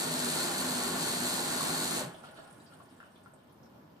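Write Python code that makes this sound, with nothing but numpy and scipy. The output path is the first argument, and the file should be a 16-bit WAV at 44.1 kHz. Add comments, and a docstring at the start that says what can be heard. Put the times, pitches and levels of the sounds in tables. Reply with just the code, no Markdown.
"""Washing machine filling

A front-loader takes in water, heard from just outside its door in a small room. A fluttering jet sprays
into the inlet tray, the hose hums, and the water drums and gurgles down into the tub. The valve shuts
with a thump; the rest trickles away in gulps, drips and small ticks over quiet room noise."""
import sys
import numpy as np
from scipy import signal
from scipy.fft import rfft, irfft
from scipy.io import wavfile
from scipy.ndimage import uniform_filter1d

SR = 44100
rng = np.random.default_rng(int(sys.argv[2]) if len(sys.argv) > 2 else 0)


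def materialize(psi):
    """Save the field psi as 16-bit PCM at rate SR to the path in sys.argv[1].

    A 1-D psi becomes a single channel; in a 2-D psi each row is a channel.
    """
    bounded = np.clip(np.atleast_2d(psi).T, -1, 1)
    quanta = np.round(bounded * 32767).astype(np.int16)
    wavfile.write(sys.argv[1], SR, quanta)


N = 176400
T = np.arange(N) / SR
SHUT_S = 1.993  # the valve closes
PAN = np.array([[.5], [-.5]])  # splits a pan (left minus right, dB) between the channels


def spray(flutter_hz=93.2, drift_hz=1.3, gust_db=0.5, mist_db=-1, spit_db=-7):
    """The jet breaks into pulses of droplets that patter on the tray; some pulses spit brightly."""
    # strength of the jet: t/s, level/dB
    jet = [(0.0, -35.5), (0.054, -40), (0.418, -36.5), (0.512, -40), (0.578, -39), (0.606, -39),
           (0.638, -39.5), (0.716, -39), (0.864, -39), (0.954, -40.5), (1.024, -37), (1.224, -39),
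           (1.278, -36), (1.312, -38.5), (1.98, -38.5)]
    # tone of the spray in the tray: f/Hz, level/dB
    tone = [(900, -34), (1900, -9), (2900, -11.5), (3650, -6), (4230, -0.55), (4480, -1.5), (4750, -7.5),
            (5680, -11.5), (6300, -7.5), (7000, -7.5), (7600, -2.5), (8250, -2.5), (8850, -8), (9450, -4),
            (10300, -13), (11400, -17.5), (11750, -7.5), (13500, -20), (15500, -23.5)]
    # stereo image of the spray: f/Hz, pan/dB
    image = [(2000, 3), (4000, 0.5), (7200, 3), (8300, -11), (9300, 5.5), (11200, 11), (15000, 6.5)]

    def gain(f):
        sides = amp(PAN * read(image, f))
        return amp(read(tone, f)) * sides / np.linalg.norm(sides, axis=0)
    flutter = np.cos(2 * np.pi * np.cumsum(flutter_hz + drift_hz * wander(8.8)) / SR)
    pulse = (1 + 0.1 * flutter) * amp(gust_db * wander(30))
    patter = pulse * (unit(impacts(per_s=7000, spread_db=2.8)) + amp(mist_db) * noise())
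    bright = np.diff(rng.standard_normal(N), prepend=0)
    spit = bright * np.exp(3 * flutter) * amp(5 * np.clip(wander(31), -2, 2))
    hiss = cavity(unit(patter), decay_s=0.014, wet_db=-7, even_hz=160)
    hiss += amp(spit_db) * unit(cavity(spit, decay_s=0.0038, wet_db=-1.5, even_hz=600))
    return colour(hiss, gain) * level(jet) * amp(4) * fade(SHUT_S, db_per_s=215)


def pour(wash_db=2, surge_db=0.58):
    """Water gurgles evenly down the tub wall: bubbles in a churning wash."""
    # tone of the falling water: f/Hz, level/dB
    tone = [(30, -46), (52, -38), (75, -7.5), (115, -5), (145, 2.5), (200, 2.5), (420, -1), (600, -.5),
            (1150, -1), (1260, -8), (1400, -2.5), (1780, -4.5), (2000, -10.5), (3000, -8.5), (8000, -34)]
    # flow down into the tub: t/s, level/dB
    runoff = [(0, -39), (.5, -37.5), (1.2, -38), (1.65, -38.5), (2.02, -39.5), (2.09, -48), (2.18, -58.5),
              (2.45, -61), (2.6, -63.5), (3.2, -68.5), (4, -71)]
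    swarm = bubbles(338, 2213, per_s=1100, spread_db=1.6, cycles=4, sizes=30)
    gurgle = colour(cavity(swarm, decay_s=0.0094, wet_db=0, even_hz=120), eq(tone))
    wash = colour(noise(), eq(tone))
    return unit(gurgle + amp(wash_db) * wash) * level(runoff) * amp(surge_db * wander(25))


def tub(body_db=-43.5, lag_s=0.045, surge_db=1):
    """The stream drums on the tub, which booms at its own resonances."""
    # resonances of the tub: f/Hz, rough width/Hz, level/dB
    modes = [(161.5, 9.5, -2), (197.6, 16, -8), (243.6, 24, -8), (303.6, 9.2, -4.5), (349.9, 7.1, -0.5),
             (385.7, 11.6, -7.5)]

    def gain(f):
        peaks = [amp(db) / (1 + ((f - hz) / (0.71 * width)) ** 2) for hz, width, db in modes]
        return np.linalg.norm(peaks, axis=0)
    boom = colour(noise(), gain)
    return boom * amp(body_db + surge_db * wander(6)) * fade(SHUT_S + lag_s, db_per_s=130)


def hose_hum(drift_hz=2.64, waver_db=1.8):
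    """The running inlet hose hums one note that swells and wavers."""
    # note of the hose: t/s, f/Hz, level/dB
    note = [(0, 246, -48), (.26, 246, -38), (.42, 250, -55.5), (.65, 256, -43), (.83, 243.5, -43.5),
            (1.0, 257.7, -43.5), (1.08, 244, -53), (1.22, 245.7, -42.5), (1.33, 259, -47.5),
            (1.42, 245.7, -45.5), (1.74, 257.6, -41.5), (1.87, 246, -54), (1.98, 255, -45)]
    s, hz, db = np.transpose(note)
    turns = np.cumsum(np.interp(T, s, hz) + drift_hz * wander(12.6)) / SR
    swell = amp(np.interp(T, s, db) + 0.04 + waver_db * np.minimum(wander(14), 1))
    return np.sqrt(2) * np.sin(2 * np.pi * turns) * swell * fade(SHUT_S, db_per_s=200)


def drum(per_mode_per_s=65, spread_db=2):
    """Drops strike the steel drum here and there; each rings one of its modes."""
    # hollow ring of the drum: f/Hz, level/dB, decay/s
    modes = [(796, -5, 0.012), (1061, -6.5, 0.013), (1349, -3, 0.0071), (1426, 2, 0.0095)]
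    # how hard the drops strike: t/s, level/dB
    patter = [(0, -47.5), (1.2, -48.5), (1.7, -46.5), (2, -47.5), (2.12, -69), (2.48, -61), (2.62, -74.5),
              (4, -82)]
    t = T[:SR // 10]
    rings = np.zeros(N)
    for hz, db, decay in modes:
        ring = amp(db) * np.exp(-t / decay) * np.sin(2 * np.pi * hz * t)
        rings += signal.oaconvolve(impacts(per_mode_per_s, spread_db), ring)[:N]
    return unit(room(np.array([rings, rings]), wet_db=-1)) * level(patter)


def thump(attack_s=0.0051):
    """The halted water column knocks the hose and the cabinet."""
    # knocks: delay after the valve/s, f/Hz, level/dB, decay/s
    knocks = [(.013, 514, -31, 0.013), (.015, 596, -29, 0.014), (.045, 135, -38, .035),
              (.06, 174, -42.5, 0.051)]
    out, t = np.zeros((2, N)), T[:SR // 2]
    for delay, hz, db, decay in knocks:
        envelope = amp(db) * (1 - np.exp(-t / attack_s)) * np.exp(-t / decay)
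        ring = envelope * np.sin(2 * np.pi * hz * t)
        add(out, SHUT_S + delay, np.array([ring, ring]))
    return out


def drips():
    """Drips plink into the tub."""
    # drips: t/s, level/dB, f/Hz, pan/dB
    hits = [(1.607, -27.5, 1098, -7), (1.683, -33, 1410, -3), (1.755, -31, 1440, -5),
            (2.144, -40.5, 620, -3), (2.239, -41.5, 1390, -3), (2.389, -40.5, 645, -3),
            (2.386, -43.5, 1320, -5), (2.722, -47, 1420, -2), (2.802, -46, 1090, 3), (3.003, -39, 1510, 0),
            (3.029, -46.5, 1400, -2), (3.26, -44, 1370, 0), (3.336, -47, 610, -1), (3.754, -53, 780, 0)]
    plinks = drops(hits, ring_s=0.003, splash=0.36, gain_db=-0.5, band_ratio=1.24)
    return room(cavity(plinks, decay_s=0.0059, wet_db=-4.5), wet_db=-3)


def ticks():
    """Small drops and bursting bubbles tick brightly."""
    # ticks: t/s, level/dB, f/Hz, pan/dB
    hits = [(2.1434, -52, 3320, -1), (2.5252, -57, 8840, -7), (2.6005, -59, 4000, 3),
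            (2.6618, -58, 4630, -3.5), (2.7372, -57, 9000, -6), (2.8883, -67, 5100, 2),
            (3.037, -59, 2760, -2), (3.062, -68, 8800, -8), (3.1582, -53.5, 3340, 0),
            (3.2344, -63, 8200, -10), (3.3363, -59, 8500, -6), (3.5234, -61, 10700, 0),
            (3.6316, -62.5, 5550, -3.5), (3.6566, -63, 5250, -2)]
    clicks = drops(hits, ring_s=0.0012, splash=0.64, gain_db=3.5, band_ratio=1.2)
    return room(cavity(clicks, decay_s=0.007, wet_db=9), wet_db=1)


def trickle(film_db=-5):
    """The tray empties in a fading patter of tiny bubbles."""
    # tone of the trickle: f/Hz, level/dB
    tone = [(100, -25), (450, -13), (650, 4.5), (900, -3.5), (1150, -6), (1400, -3), (1700, -6.5),
            (2000, -15), (3000, -11), (4400, -17), (5200, -18), (7200, -23.5), (8400, -21), (10500, -24),
            (15000, -23)]
    # strength of the trickle: t/s, level/dB
    drain = [(1.9, -51), (2.2, -58), (2.48, -58.5), (2.6, -65.5), (2.74, -63), (2.95, -64), (3.5, -68),
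             (4, -67)]
    swarm = bubbles(496, 14200, per_s=1600, spread_db=4, cycles=1.8, sizes=36)
    patter = room(cavity(swarm, decay_s=0.009, wet_db=1), wet_db=-1.5)
    return colour(unit(patter) + amp(film_db) * noise(), eq(tone)) * level(drain)


def slops(gulp_rise_s=0.0069, fizz_rise_s=0.024):
    """Each gush gulps in large bubbles, then breaks up into a fizz of small ones."""
    # last gushes out of the tray: t/s, gulp level/dB, fizz level/dB, length/s
    gushes = [(2.232, -54, -57.5, 0.095), (2.35, -69, -59, 0.11), (2.713, -63, -62.5, 0.055),
              (2.8, -55, -68, 0.042)]
    # tone of the gulp: f/Hz, level/dB
    tone = [(400, -28), (650, 7), (900, -4), (1450, 1), (2050, -20)]
    large = bubbles(574, 1660, per_s=1300, spread_db=0, cycles=3, sizes=14)
    gulp = colour(cavity(large, decay_s=0.0049, wet_db=-6), eq(tone))
    small = bubbles(2730, 4470, per_s=2000, spread_db=3, cycles=4.3, sizes=14)
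    fizz = unit(cavity(small, decay_s=0.0042, wet_db=9))
    out = np.zeros((2, N))
    for s, gulp_db, fizz_db, length in gushes:
        age = np.maximum(T - s, 0)
        gush = gulp * amp(gulp_db) * np.minimum(age / gulp_rise_s, 1)
        gush += fizz * amp(fizz_db) * np.minimum(age / fizz_rise_s, 1)
        out += gush * np.exp(-2 * (age / length) ** 2)
    return out


def foam(level_db=-67, pan_db=-4):
    """Foam bursts in a soft fizz of fine pops that fades away."""
    pops = bubbles(7500, 9900, per_s=330, spread_db=2.6, cycles=7, sizes=24)
    fizz = unit(cavity(pops, decay_s=0.006, wet_db=5))
    return fizz * amp(level_db + PAN * pan_db) * fade(2.5, db_per_s=16)


def room_tone(floor_db=-58.5, waver_db=2):
    """Quiet, dull room noise that settles a little after the water stops."""
    # tone of the room noise: f/Hz, level/dB
    tone = [(25, -54), (50, -25), (85, -6), (170, -1.5), (260, -2.5), (350, -6.5), (450, -10.5),
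            (580, -8.5), (700, -14), (1000, -11), (1650, -27), (1950, -27), (3000, -37), (5000, -33),
            (7300, -42), (11000, -45), (12500, -31), (15000, -39)]
    return colour(noise(), eq(tone)) * amp(floor_db + waver_db * wander(5.8)) * fade(3, db_per_s=1.5)


def drops(hits, ring_s, splash, gain_db, band_ratio):
    """Single drops: a short splash and the ring of a bubble."""
    out = np.zeros((2, N))
    for s, db, hz, pan_db in hits:
        ring = bubble(hz, ring_s)
        band = signal.butter(2, [hz / band_ratio, hz * band_ratio], "band", fs=SR, output="sos")
        burst = unit(signal.sosfilt(band, rng.standard_normal(len(ring))))
        burst *= np.exp(-T[:len(ring)] / ring_s)
        add(out, s, (ring + splash * burst) * amp(db + gain_db + PAN * pan_db))
    return out


def bubble(hz, ring_s, rise=0.021):
    """A bubble's dying ring, rising slightly in pitch."""
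    age = np.arange(0, 6 * ring_s, 1 / SR) / ring_s  # in decay times
    return np.exp(-age) * np.sin(2 * np.pi * hz * ring_s * age * (1 + rise * age / 2))


def bubbles(lo_hz, hi_hz, per_s, spread_db, cycles, sizes):
    """A swarm of bubbles of many sizes, ringing at random moments."""
    swarm = np.zeros(N)
    for hz in np.linspace(lo_hz, hi_hz, sizes):
        births = impacts(per_s / sizes, spread_db)
        swarm += np.sqrt(hz) * signal.oaconvolve(births, bubble(hz, cycles / hz))[:N]
    return unit(swarm)


def impacts(per_s, spread_db):
    """Random clicks of uneven size."""
    size = amp(spread_db * np.minimum(rng.exponential(1, N), 4))
    return size * rng.choice([-1, 1], N) * (rng.random(N) < per_s / SR)


def cavity(x, decay_s, wet_db, even_hz=250):
    """Close reflections in the cabinet: a fine ripple on an even spectrum, different in each channel."""
    t = T[:4096]
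    taps = rng.standard_normal((2, len(t))) * np.exp(-t / decay_s)
    taps *= amp(wet_db) / np.linalg.norm(taps, axis=1, keepdims=True)
    taps[0, 8] += 1  # the direct sound reaches the left a touch later
    taps[1, 0] += 1
    spectrum = np.fft.fft(taps)
    broad_power = uniform_filter1d(abs(spectrum) ** 2, round(even_hz * len(t) / SR), mode="wrap")
    flatten = np.exp(np.conj(signal.hilbert(-.5 * np.log(broad_power + 1e-9))))  # minimum-phase EQ
    taps = np.fft.ifft(spectrum * flatten).real
    return signal.oaconvolve(x * np.ones((2, 1)), taps, axes=1)[:, :N]


def room(x, wet_db):
    """Adds a diffuse tail whose treble dies first."""
    # ring of the tub and room: f/Hz, T60/s
    t60 = [(200, 0.84), (1400, 0.27), (4000, 0.24), (12000, 0.042)]
    hz, t, spectra = signal.stft(rng.standard_normal((2, SR // 2)), SR, nperseg=256)
    tail = signal.istft(spectra * amp(-60 * t / read(t60, hz)[:, None]), SR)[1]
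    tail /= np.linalg.norm(tail[0])
    return x + amp(wet_db) * signal.oaconvolve(x, tail, axes=1)[:, :N]


def colour(x, gain):
    """Filters two unrelated channels by gain(Hz) and makes their bass alike; rms 1."""
    # likeness of the channels: f/Hz, coherence/0-1
    likeness = [(30, 0), (130, 0.98), (250, 0.92), (400, 0.23), (700, 0.11), (1200, 0.03), (15000, 0.01)]
    f = np.fft.rfftfreq(N, 1 / SR)
    left, other = rfft(x)
    same = read(likeness, f)
    right = same * left + np.sqrt(1 - same ** 2) * other
    return unit(irfft(np.array([left, right]) * gain(f), N))


def wander(hz):
    """Random drift, mostly slower than hz; rms 1."""
    f = np.fft.rfftfreq(N, 1 / SR)
    return unit(irfft(rfft(rng.standard_normal(N)) * (f > 0) / (1 + (f / hz) ** 2), N))


def noise():
    """Stereo white noise."""
    return rng.standard_normal((2, N))


def amp(db):
    """Decibels to gain."""
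    return 10 ** (np.asarray(db) / 20)


def unit(x):
    """Scales to rms 1."""
    return x / np.sqrt(np.mean(x ** 2) + 1e-20)


def read(points, hz):
    """Reads a table on a log-frequency axis."""
    f, value = np.transpose(points)
    return np.interp(np.log(hz + 1), np.log(f + 1), value)


def eq(points):
    """Gain curve from f/Hz, level/dB points."""
    return lambda f: amp(read(points, f))


def level(points):
    """Gain envelope from t/s, level/dB points."""
    return amp(np.interp(T, *np.transpose(points)))


def fade(start_s, db_per_s):
    """Full gain until start_s, then a steady fade-out."""
    return amp(-db_per_s * np.maximum(T - start_s, 0))


def add(mix, s, sound):
    """Mixes a sound in at s seconds."""
    part = mix[:, round(s * SR):][:, :sound.shape[1]]
    part += sound[:, :part.shape[1]]


def scene():
    """The machine fills, the valve shuts and the tray runs dry."""
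    droplets = drips() + ticks()
    filling = spray() + tub() + hose_hum() + pour() + drum()
    return droplets + filling + thump() + trickle() + slops() + foam() + room_tone()


def record(dry):
    """A steep high cut takes off the very top."""
    high_cut = signal.firwin(511, 15550, window=("kaiser", 9), fs=SR)
    return signal.oaconvolve(dry, high_cut[None], "same")


dry = scene()
out = record(dry)
materialize(out)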